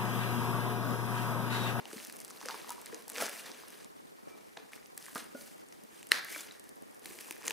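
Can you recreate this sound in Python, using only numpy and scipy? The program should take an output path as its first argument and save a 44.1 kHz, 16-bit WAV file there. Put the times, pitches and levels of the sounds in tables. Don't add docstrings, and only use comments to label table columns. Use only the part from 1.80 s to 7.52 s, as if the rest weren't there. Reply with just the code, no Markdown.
import sys
import numpy as np
from scipy import signal
from scipy.fft import rfft, irfft, next_fast_len
from scipy.io import wavfile
from scipy.ndimage import uniform_filter1d, map_coordinates

SR = 44100
rng = np.random.default_rng(int(sys.argv[2]) if len(sys.argv) > 2 else 0)


def master(y):
    cut = np.clip(np.atleast_2d(y).T, -1, 1)
    pcm = np.round(cut * 32767)
    wavfile.write(sys.argv[1], SR, pcm.astype(np.int16))


def how_loud(loudness_db):
    steps = np.asarray(loudness_db, float) / 20
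    return 10 ** steps


N = 252252

# t/s, peak level/dB
BIG_POCKET = (4.31744, -2.9)


def unit(x):
    return x / np.sqrt(np.mean(x ** 2) + 1e-20)


def along(points, hz):
    f, v = np.transpose(points)
    return np.interp(np.log(hz + 1), np.log(f + 1), v)


def filtered(x, response):
    m = next_fast_len(N + SR // 2)
    return irfft(rfft(x, m) * response(np.fft.rfftfreq(m, 1 / SR)), m)[..., :N]


def wobble(knots_per_s):
    knots = rng.standard_normal(int(N * knots_per_s / SR) + 4)
    return map_coordinates(knots, [np.arange(N) * knots_per_s / SR])


def rush(spectrum, patchy_db):
    z = signal.stft(rng.standard_normal(N), nperseg=256)[2]
    field = uniform_filter1d(rng.standard_normal(z.shape), 8, 0)
    field = uniform_filter1d(field, 5, 1)
    x = signal.istft(z * how_loud(patchy_db * unit(field)), nperseg=256)[1][:N]
    return unit(filtered(x, lambda hz: how_loud(along(spectrum, hz))))


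def lay(s, rows):
    at = np.round(s * SR).astype(int)[:, None] + np.arange(rows.shape[1])
    return np.bincount(at.ravel(), rows.ravel(), N + rows.shape[1] + SR)[:N]


def grains(s, db, hz, cycles, size, rise=0.51):
    turns = hz[:, None] * np.arange(size) / SR
    decay = np.exp(-2 * turns / np.clip(cycles, .3, 30)[:, None])
    swell = (1 - np.exp(-(turns / rise) ** 2)) * decay
    return lay(s, how_loud(db)[:, None] * np.sin(2 * np.pi * turns) * swell / swell.max(axis=1, keepdims=True))


def ports(mid, side):
    return np.array([mid + side, mid - side])


def hum():
    # f/Hz, level/dB
    mid_spectrum = [(12, -62), (20, -18), (99, -13.5), (179, -4.5), (361, -2.5), (521, -7.5), (1390, -11.5),
                    (1560, -18), (1900, -9), (2660, -19.5), (10200, -18), (15200, -22.5), (16500, -43)]
    side_spectrum = [(12, -61), (20, -31), (53, -62), (79, -11.5), (237, 1.5), (372, 2), (428, 1),
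                     (616, -2), (670, -4), (772, -3), (3140, -20), (14300, -35.5), (16500, -40)]
    return ports(how_loud(-64.0) * rush(mid_spectrum, patchy_db=1.6),
                 how_loud(-52.5) * rush(side_spectrum, patchy_db=-3.5))


def drag():
    # t at full drag/s, hold/s, drag/dB, dryness/dB, depth/dB
    strokes = [(0, 0.083, -55.5, -9, 3), (0.128, 0.14, -54, 2.5, -5.5), (0.323, 0.8, -60, 2, 3),
               (0.673, 0.1, -49.5, -2.5, -5), (0.884, 0.044, -52.5, -1, -2), (0.974, 0.15, -58.5, -3, -0.5),
               (1.125, 0.088, -60.5, -2, 5.5), (1.386, 0.01, -43.5, -1, -0.5), (1.45, 0.01, -62, -6, -6),
               (1.548, 0.055, -49, 1.5, -9), (1.662, 0.063, -51, -5, 1), (1.76, 0.26, -57, -2, -3.5),
               (2.45, 0.15, -67.5, -5, 7.5), (3.228, 0.12, -58, 3.5, -6), (3.595, 0.11, -60, 4.5, -17),
               (4.03, 0.15, -85.5, -17, 22), (4.162, 0.019, -58, -0.5, -15),
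               (4.516, 0.085, -49.5, 3.5, -8.5), (4.684, 0.034, -56, -4, -3.5),
               (4.834, 0.94, -77.5, 5, 14.5), (5.245, 0.016, -65, -1, 3), (5.682, .05, -51.5, 1, 2)]
    # t/s, hold/s, drag/dB, dryness/dB, depth/dB
    slumps = [
        (2.772, 0.017, -59.5, -19, 7.5),
        (2.921, 0.026, -56.5, -2, -0.5),
        (3.355, 0.024, -45, -2.5, -5),
        (4.314, 0.035, -38, -5.5, -14),
        (1.404, 0.011, -36.5, -1, -2.5),
        (5.256, 0.29, -60, 7.5, 2),
    ]
    creep_db = [-70.5, -67.5, -67.5]
    stroke_bite_db_per_s, slump_bite_db_per_s = 170, 3000
    ease_db_per_s, tire_db_per_s = 166, 8.5

    s, hold, db, dry_db, deep_db = np.transpose(strokes + slumps)[..., None]
    bite = np.repeat([stroke_bite_db_per_s, slump_bite_db_per_s], [len(strokes), len(slumps)])[:, None]
    t = np.arange(0, N + 64, 64) / SR
    shape_db = db - bite * np.maximum(s - t, 0)
    shape_db -= ease_db_per_s * np.maximum(t - s - np.abs(hold), 0)
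    shape_db -= tire_db_per_s * np.maximum(t - s, 0)
    levels = []
    for over_db, floor_db in zip([deep_db, 0, dry_db], creep_db):
        power = how_loud(2 * (shape_db + over_db)).sum(axis=0) + how_loud(2 * floor_db)
        levels.append(np.interp(np.arange(N) / SR, t, 10 * np.log10(power)))
    return levels


def crackle(level_db, count, pitch_hz, spread, cycles, scatter_db):
    s, r = rng.uniform(0, N / SR, count), rng.standard_normal(count)
    db = scatter_db * np.minimum(rng.exponential(1, count), 3.5)
    hz = np.clip(pitch_hz * np.exp(spread * r), 300, 15000)
    return how_loud(level_db) * unit(grains(s, db, hz, np.full(count, cycles), size=96))


def stirring():
    # f/Hz, density/dB
    squelch_spectrum = [(59, -62), (100, -33), (227, -5), (382, -9.5), (416, -4), (610, -12), (1200, -13.5),
                        (1560, -44), (2640, -120)]
    smear_spectrum = [(350, -50), (600, -6.5), (656, -10.5), (1170, -7), (1690, -2), (2040, -5),
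                      (2310, -3.5), (2590, -6.5), (5000, -9.5), (6500, -11.5), (11000, -120)]
    tear_spectrum = [(1650, -53), (2800, 12.5), (3450, 0.5), (3970, -21), (4310, 6.5), (9810, 14.5),
                     (12800, 9), (14900, 10.5), (16000, -9), (16500, -54)]
    low_db, mid_db, high_db = drag()
    slip = .6 * wobble(30) + .6 * wobble(90) + .7 * wobble(260)
    body = how_loud(low_db - 2.5 + 0.7 * slip) * rush(squelch_spectrum, patchy_db=2.0)
    smear = how_loud(mid_db - 1.5 + 2.3 * slip) * rush(smear_spectrum, patchy_db=1.5)
    tear = how_loud(high_db - 2.5 + 2.3 * slip) * rush(tear_spectrum, patchy_db=1.5)
    wet = crackle(mid_db - 20.0, count=900, pitch_hz=1780, spread=1.0, cycles=2.4, scatter_db=0.0)
    fizz = crackle(high_db - 6, count=4000, pitch_hz=8000, spread=.4, cycles=2.2, scatter_db=3.1)
    return body + smear + tear + wet + fizz


def ticks():
    # t/s, peak level/dB
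    film_rows = [(.2697, -30), (.3245, -29), (.3598, -34), (.389, -36), (.4104, -36), (.9043, -21.5),
                 (.9194, -29), (1.0146, -31.5), (1.2802, -27.5), (1.299, -21.5), (1.4222, -19),
                 (1.494, -25), (1.8823, -35), (1.9034, -36), (3.1766, -21.5), (3.3493, -25.5), (3.379, -30),
                 (3.6215, -36.5), (4.036, -38), (4.2692, -32.5), (4.8397, -39), (4.8913, -34.5),
                 (5.1454, -40), (5.1941, -38), (5.2455, -36), (5.258, -27), (5.4056, -40), (5.509, -22)]
    # t/s, peak level/dB, f/Hz
    thread_rows = [(0.402, -28, 9200), (.416, -35, 9100), (0.4475, -28, 8800), (0.501, -32.5, 9300),
                   (0.6654, -40, 6460), (0.8932, -25, 7200), (1.0592, -27.5, 8600), (1.1446, -27, 6240),
                   (1.2934, -31, 8600), (1.372, -30, 6800), (1.465, -22.5, 6000), (2.045, -35, 7350),
                   (3.225, -37.5, 8850), (4.2292, -39, 6850), (4.4464, -27, 11300), (.875, -38, 12900),
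                   (1.222, -37.5, 10900), (3.166, -43, 11500), (2.955, -39, 9000), (4.579, -28.5, 7700),
                   (4.6069, -27.5, 7500), (4.796, -35, 9400), (5.478, -41, 9000), (5.5238, -32, 9300),
                   (5.558, -36, 11500), (5.578, -41, 11100), (5.653, -30.5, 8400), (5.657, -32, 7600),
                   (5.6975, -26, 7360), (5.609, -44, 7000), (5.6662, -23, 11100), (5.707, -22, 11000)]
    # t/s, peak level/dB, f/Hz
    strand_rows = [(.054, -38, 4840), (.1296, -35, 4600), (0.1703, -37, 4250), (.297, -35, 4730),
                   (0.6048, -36, 5450), (0.6576, -28.5, 5100), (0.6855, -24.5, 5200), (.693, -33, 4700),
                   (.708, -30.5, 4120), (.8154, -37.5, 4050), (1.3557, -32, 5400), (1.382, -26, 5450),
                   (1.403, -31, 6200), (1.4572, -25, 5240), (1.716, -33.5, 5030), (2.773, -32.5, 3650),
                   (3.0586, -38.5, 5700), (3.3786, -33, 3620), (3.6107, -39.5, 4300), (3.9245, -36, 5770),
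                   (4.3423, -28, 4470), (4.67, -43, 5600), (4.711, -41, 3920), (5.388, -36, 5360),
                   (5.6221, -37.5, 5850), (5.6665, -32, 5850), (5.6753, -44, 5230), (5.6795, -12.5, 6300)]
    film_hz, film_spread = 10140, 0.012
    sizzle_db, sizzle_s = -12, 0.0017

    pitches_hz = film_hz * np.exp(film_spread * rng.standard_normal(len(film_rows)))
    s, db, hz = np.vstack([np.c_[film_rows, pitches_hz], thread_rows, strand_rows]).T
    cycles = np.full(len(s), 2.4)
    snap = grains(s + .0006, db - 0.4, hz, cycles, size=96, rise=1.8)
    echo = grains(s + 0.000803, db - 7.0, 0.54 * hz, cycles, size=96, rise=0.11)
    overtone = grains(s + 0.00022, db - 3.5, 1.42 * hz, cycles, size=96)

    t = np.arange(700) / SR
    hiss = uniform_filter1d(rng.standard_normal((len(s), len(t))), size=5, axis=1)
    hiss = unit(hiss * np.sin(2 * np.pi * hz[:, None] * t))
    sizzle = lay(s + 0.00095, how_loud(db + sizzle_db)[:, None] * hiss * np.exp(-t / sizzle_s))
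    return snap + sizzle + echo + overtone


def pops():
    # t/s, peak level/dB, f/Hz
    pocket_rows = [(.054, -39, 775), (0.113, -36, 1370), (0.506, -38, 1240), (0.613, -35, 1030),
                   (0.685, -24.5, 1420), (.701, -30, 980), (.743, -29, 990), (.75, -35, 1040),
                   (0.845, -35, 1140), (0.892, -32, 923), (1.022, -43, 1010), (1.279, -42, 870),
                   (1.298, -41, 1500), (1.3822, -25.5, 1510), (1.403, -31, 765), (1.423, -43, 736),
                   (1.481, -28.5, 1500), (1.835, -39, 1080), (2.771, -35, 780), (3.283, -37, 1130),
                   (3.357, -23.5, 1260), (4.561, -26, 1560), (5.615, -39.5, 1000), (5.642, -39, 990),
                   (5.708, -32.5, 950), (5.485, -42.5, 1070),
                   (0.055, -30.5, 2770), (.181, -35, 1880), (.298, -35, 1840), (.654, -33, 1730),
                  (1.126, -35, 1780), (1.362, -26, 2210), (1.56, -40, 1730), (2.933, -30, 2290),
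                  (3.178, -37.5, 1810), (3.264, -36, 1880), (3.924, -47, 2150), (4.229, -35, 2660),
                  (4.314, -39, 1960), (2.7704, -32.5, 1640), (4.687, -38, 2800), (4.53, -33, 2200),
                  (5.257, -32.5, 2100), (5.278, -46, 2300), (5.31, -39, 2300), (5.388, -32.5, 2180),
                  (5.437, -49, 2500), (1.318, -42, 1780), (1.424, -32, 1750), (1.411, -36, 2300),
                  (5.41, -36, 2470), (5.509, -25, 2460), (5.565, -38, 1780), (5.631, -36, 2250),
                  (5.658, -32, 2410), (5.679, -21, 1970), (5.7073, -18.5, 2590)]
    s, db, hz = np.transpose(pocket_rows)
    cycles = np.full(len(s), 2.76)
    crack = grains(s + 0.00041, db - 4.0, 3.55 * hz, cycles / 2, size=96)
    return grains(s + 0.00039, db + 0.2, hz, cycles, size=700) + crack


def clicks():
    # t/s, peak level/dB, f/Hz
    blister_rows = [(0.6296, -43, 1300), (0.6331, -45, 950), (0.6588, -54, 597), (0.6946, -36, 935),
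                    (0.8761, -42, 1040), (0.9812, -41.5, 1020), (0.9873, -44.5, 1000),
                    (1.0979, -43.5, 1150), (1.1265, -66, 600), (2.0477, -48.5, 1090), (3.3622, -30, 1320),
                    (4.5634, -52, 1350), (5.1327, -53, 830), (5.5101, -39, 960)]
    # t/s, peak level/dB, f/Hz
    bead_rows = [(0.0554, -39, 2880), (0.131, -40, 1950), (0.2011, -37, 2650), (0.2605, -43, 1870),
                 (0.3376, -45, 1580), (0.5729, -55, 1680), (0.6286, -39, 1390), (0.7101, -36, 2720),
                 (1.067, -40, 2050), (1.3565, -31, 2400), (1.4048, -37, 1590), (1.4955, -32.5, 2530),
                 (1.5605, -35.5, 1850), (2.6714, -54, 2330), (2.9776, -46, 1620), (3.028, -48, 1920),
                 (3.1746, -47, 1720), (3.1786, -56, 1800), (3.2823, -43, 1720), (3.3619, -37, 1580),
                 (3.3831, -38, 1440), (3.7171, -49, 1960), (4.2704, -45, 2830), (4.3748, -33, 1900),
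                 (4.4531, -36, 1660), (4.486, -38, 2130), (4.5272, -40, 2230), (4.6433, -42, 2210),
                 (5.3325, -47, 2330), (5.5266, -41, 2240), (5.6236, -47, 2820), (5.6425, -42, 2430)]
    # t/s, peak level/dB, f/Hz
    nip_rows = [(0.2495, -29.5, 5850), (0.3233, -45, 5340), (0.4026, -37, 5900), (0.48, -38, 6090),
                (0.5056, -37, 5600), (0.5125, -36, 6090), (0.5729, -42, 4830), (0.6139, -34, 5960),
                (0.6286, -39, 5150), (0.9201, -35, 6550), (1.068, -38, 4500), (1.2224, -45, 4370),
                (1.3565, -37, 5730), (1.3624, -32, 3960), (1.658, -41, 5300), (1.942, -42, 3720),
                (3.2273, -40, 4920), (3.3608, -43, 4370), (3.6115, -48, 4390), (3.7979, -48, 5000),
                (4.6724, -41, 5660), (5.2342, -51, 6120), (5.2577, -32, 4150), (5.4093, -38, 5730),
                (5.6422, -47, 4090), (5.71, -29, 3790)]
    # t/s, peak level/dB, f/Hz
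    pinhole_rows = [(0.0789, -39, 10530), (0.1311, -33, 9860), (0.2498, -29, 12250), (0.2985, -33, 10420),
                    (0.3677, -29.5, 9780), (0.4803, -37, 8720), (0.5082, -34, 8050), (0.6584, -28, 9700),
                    (0.8749, -41, 14990), (1.3194, -30, 10310), (1.3336, -35, 7450), (2.9336, -44, 9370),
                    (3.0688, -42, 13500), (3.1466, -47, 9910), (3.1667, -40, 10300), (3.1752, -44, 13930),
                    (3.2578, -32, 9500), (3.2651, -33.5, 9320), (3.3619, -27, 11390), (3.3832, -31, 10120),
                    (3.4427, -35, 9350), (3.8869, -41, 7900), (3.9252, -45, 7360), (4.2294, -37, 7670),
                    (4.9579, -40, 10400), (4.115, -56, 9000), (3.3425, -38, 9500), (1.212, -42, 10400),
                    (3.391, -41, 8000), (5.632, -43, 6940), (4.29, -36, 8500), (4.295, -44, 7500),
                    (4.401, -40, 9000), (5.023, -40, 10500), (5.111, -44, 9500), (5.279, -41, 11500),
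                    (4.722, -40, 7500), (5.1474, -43, 9370), (5.2342, -46, 10250), (5.4093, -31, 12490),
                    (5.6618, -32, 8070), (5.6759, -27, 7450)]
    kinds = [(blister_rows, 1.5, 2.6), (bead_rows, 2.5, 1.9), (nip_rows, 2.5, 2.1), (pinhole_rows, 3, 2.4)]
    out = np.zeros(N)
    for rows, gain_db, cycles in kinds:
        s, db, hz = np.transpose(rows)
        out += grains(s - 0.75 / hz, db + gain_db, hz, np.full(len(s), cycles), size=500, rise=0.94)
    return out


def knocks():
    # t/s, peak level/dB, f/Hz, decay/cycles
    knock_rows = [(0.132, -40, 357, 1.1), (0.16, -42.5, 218, 2.2), (0.658, -43.5, 506, 7.8),
                  (0.738, -52.5, 428, 6.5), (1.128, -46.5, 452, 13.5), (1.129, -53, 307, 6.9),
                  (1.377, -43.5, 492, 9.9), (1.422, -33, 564, 3.9), (2.769, -55, 650, 13),
                  (3.355, -40, 232, 2.2), (3.546, -42, 258, 4.5), (4.3172, -36.5, 388, 1.7),
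                  (4.561, -51, 597, 8), (5.304, -51.5, 355, 4.1), (5.508, -46.5, 328, 2.4),
                  (5.691, -49.5, 463, 19), (5.679, -55, 323, 6.4), (4.962, -56.5, 400, 2),
                  (5.018, -62, 420, 4.8), (5.219, -58, 450, 3.5), (5.258, -57, 330, 4),
                  (5.387, -55.5, 348, 3.6), (4.563, -53, 307, 6.5), (4.034, -55, 205, 2.8)]
    s, db, hz, cycles = np.transpose(knock_rows)
    overtone = grains(s, db - 14.5, 2.17 * hz, cycles, size=2000, rise=8.3)
    return grains(s, db + 7.0, hz, cycles, size=2000) + overtone


def gurgles():
    # t/s, level/dB, f/Hz, length/s
    gurgle_rows = [(0.137, -49, 442, 0.0079), (0.69, -41, 1230, 0.0022), (0.744, -43, 910, 0.0043),
                   (0.699, -32.5, 1380, 0.001), (0.709, -44.5, 900, 0.0068), (0.902, -38.5, 965, 0.0059),
                   (0.903, -46, 1274, 0.005), (4.59, -41, 3470, 0.002), (4.71, -48, 3930, 0.0013),
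                   (4.546, -41, 2297, 0.004), (1.391, -45, 1423, 0.019), (1.404, -42, 760, 0.012),
                   (1.421, -36, 674, 0.005), (1.422, -32, 1360, 0.0024), (1.432, -51, 1280, 0.0048),
                   (3.357, -35.5, 1430, 0.0048), (3.548, -41, 560, 0.0039)]
    s, db, hz, length_s = np.transpose(gurgle_rows)
    t = np.arange(3000) / SR
    flutter = uniform_filter1d(rng.standard_normal((len(s), len(t))), size=110, axis=1)
    tone = how_loud(4.1 * unit(flutter)) * np.sin(2 * np.pi * hz[:, None] * t)
    age = t / np.clip(length_s, .001, .008)[:, None]
    return lay(s, how_loud(db)[:, None] * tone * age * np.exp(1 - age))


def squeaks():
    # [t/s, f/Hz, level/dB]
    squeak_rows = [
        (40, [(2.45, 2350, -75), (2.55, 2330, -63.5), (2.62, 2290, -70)]),
        (60, [(2.46, 1310, -68), (2.57, 1290, -71)]),
        (370, [(4.325, 1740, -47), (4.39, 1770, -49), (4.46, 1885, -52), (4.52, 2080, -53), (4.6, 2310, -59)]),
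        (90, [(4.51, 2244, -60), (4.53, 2297, -53), (4.56, 2336, -58), (4.6, 2330, -62)]),
        (300, [(5.26, 2400, -68), (5.36, 2490, -78), (5.45, 2520, -60), (5.55, 2420, -86), (5.7, 2430, -60)]),
        (200, [(4.75, 1810, -67.5), (5.1, 1780, -75), (5.45, 1772, -67), (5.6, 1784, -67), (5.71, 1700, -48)]),
        (450, [(3.36, 1440, -36), (3.4, 1446, -67), (3.47, 1500, -71)]),
        (1100, [(4.325, 4300, -59), (4.39, 4300, -50), (4.47, 4020, -59), (4.62, 3400, -64)]),
    ]
    t, out = np.arange(N) / SR, np.zeros(N)
    for width_hz, rows in squeak_rows:
        s, hz, db = np.transpose(rows)
        phase = 2 * np.pi * np.cumsum(np.interp(t, s, hz)) / SR
        flutter = filtered(rng.standard_normal((2, N)), lambda f: np.exp(-(f / width_hz) ** 2))
        whistle = unit(flutter[0] * np.sin(phase) + flutter[1] * np.cos(phase))
        out += how_loud(np.interp(t, s, db, -140, -140)) * whistle
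    return out


def taps():
    # t/s, peak level/dB
    tap_rows = [
        (3.358, -38),
        (3.36, -56),
        (3.549, -43),
        (3.577, -53.5),
        (4.561, -48),
    ]
    # f/Hz, level/dB, t60/s
    glass_modes = [(420, -7.5, 0.086), (661, 2, 0.032), (900, -13, 0.028), (1180, -28, .06),
                   (1440, -1.5, 0.12)]
    s, db = np.transpose(tap_rows)
    t = np.arange(6000) / SR
    ring = sum(how_loud(g - 60 * t / t60) * np.sin(2 * np.pi * hz * t) for hz, g, t60 in glass_modes)
    ring = ring * (1 - np.exp(-t / 0.0006))
    return lay(s, how_loud(db)[:, None] * ring)


def burst():
    # f/Hz, width/Hz, level/dB
    cavity_modes = [(1250, 350, -13), (1870, 310, 0), (2380, 300, -11), (2850, 520, -7), (4100, 370, -5),
                    (5400, 450, -14), (7270, 900, -18), (9090, 900, -13), (11400, 800, -19),
                    (13200, 900, -20), (14800, 700, -24)]
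    t = np.arange(300) / SR
    ring = sum(how_loud(db) * w * np.cos(2 * np.pi * c * t) * np.exp(-1.2 * w * t) for c, w, db in cavity_modes)
    opening = (np.exp(-(t / .00068) ** 5) - 1) / (1 + (t / .0035) ** 6)
    push = ring * opening
    return lay(np.array([BIG_POCKET[0]]), how_loud(BIG_POCKET[1]) * (push / np.abs(push).max())[None])


def blast():
    db, hz = BIG_POCKET[1] + np.array([-4, -3, -9]), np.array([1750, 4300, 8500])
    return grains(np.full(3, BIG_POCKET[0]), db, hz, np.array([1.8, 1.6, 2.2]), size=300)


def bowl(x):
    wall_echoes = [(.0011, -22), (.0024, -21.5)]
    return filtered(x, lambda f: 1 + sum(how_loud(db) * np.exp(-2j * np.pi * f * s) for s, db in wall_echoes))


def room(x):
    # f/Hz, t60/s
    decay_s = [(200, 0.67), (2000, 0.46), (5500, 0.34), (7500, 0.088), (14000, 0.024)]
    # f/Hz, level/dB
    side_db = [(200, 3), (1500, -1), (5000, -3), (15000, -51)]
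    hz, t, z = signal.stft(rng.standard_normal((2, SR // 2)), SR, nperseg=256)
    gather = 1 - np.exp(-t / .014)
    shape = gather * how_loud(-60 * t / along(decay_s, hz)[:, None])
    tail = signal.istft(z * shape, SR, nperseg=256)[1]
    mid, side = signal.fftconvolve(x[None], tail / np.linalg.norm(tail[0]), axes=1)[:, :N]
    return ports(mid, filtered(side, lambda f: how_loud(along(side_db, f))))


def scene():
    # f/Hz, level/dB
    edge_db = [(3000, -19), (8000, -18.5), (13000, -11)]
    snaps = ticks() + pops() + clicks()
    mass = knocks() + stirring() + squeaks() + gurgles() + taps()
    near = bowl(snaps) * how_loud(-2.0) + mass + burst()
    side = filtered(near, lambda f: how_loud(along(edge_db, f)) * np.exp(-2j * np.pi * f * 0.00041))
    shaded = how_loud(-18) * (snaps + mass)
    direct = ports(near, side) * how_loud([[.2], [-.2]])
    heard = direct + room(shaded + how_loud(-14.5) * blast())
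    return filtered(heard, lambda f: (1j * f / (130 + 1j * f)) ** 3) + hum()


def top_cut(x):
    return signal.sosfilt(signal.butter(12, 16800, fs=SR, output="sos"), x)


def record(dry):
    band_edge = [(15600, -1.0), (15950, -18), (16780, -22), (16900, -94)]  # f/Hz, level/dB
    mix = filtered(dry, lambda f: how_loud(along(band_edge, f)))
    return top_cut(mix)


dry = scene()
out = record(dry)
master(out)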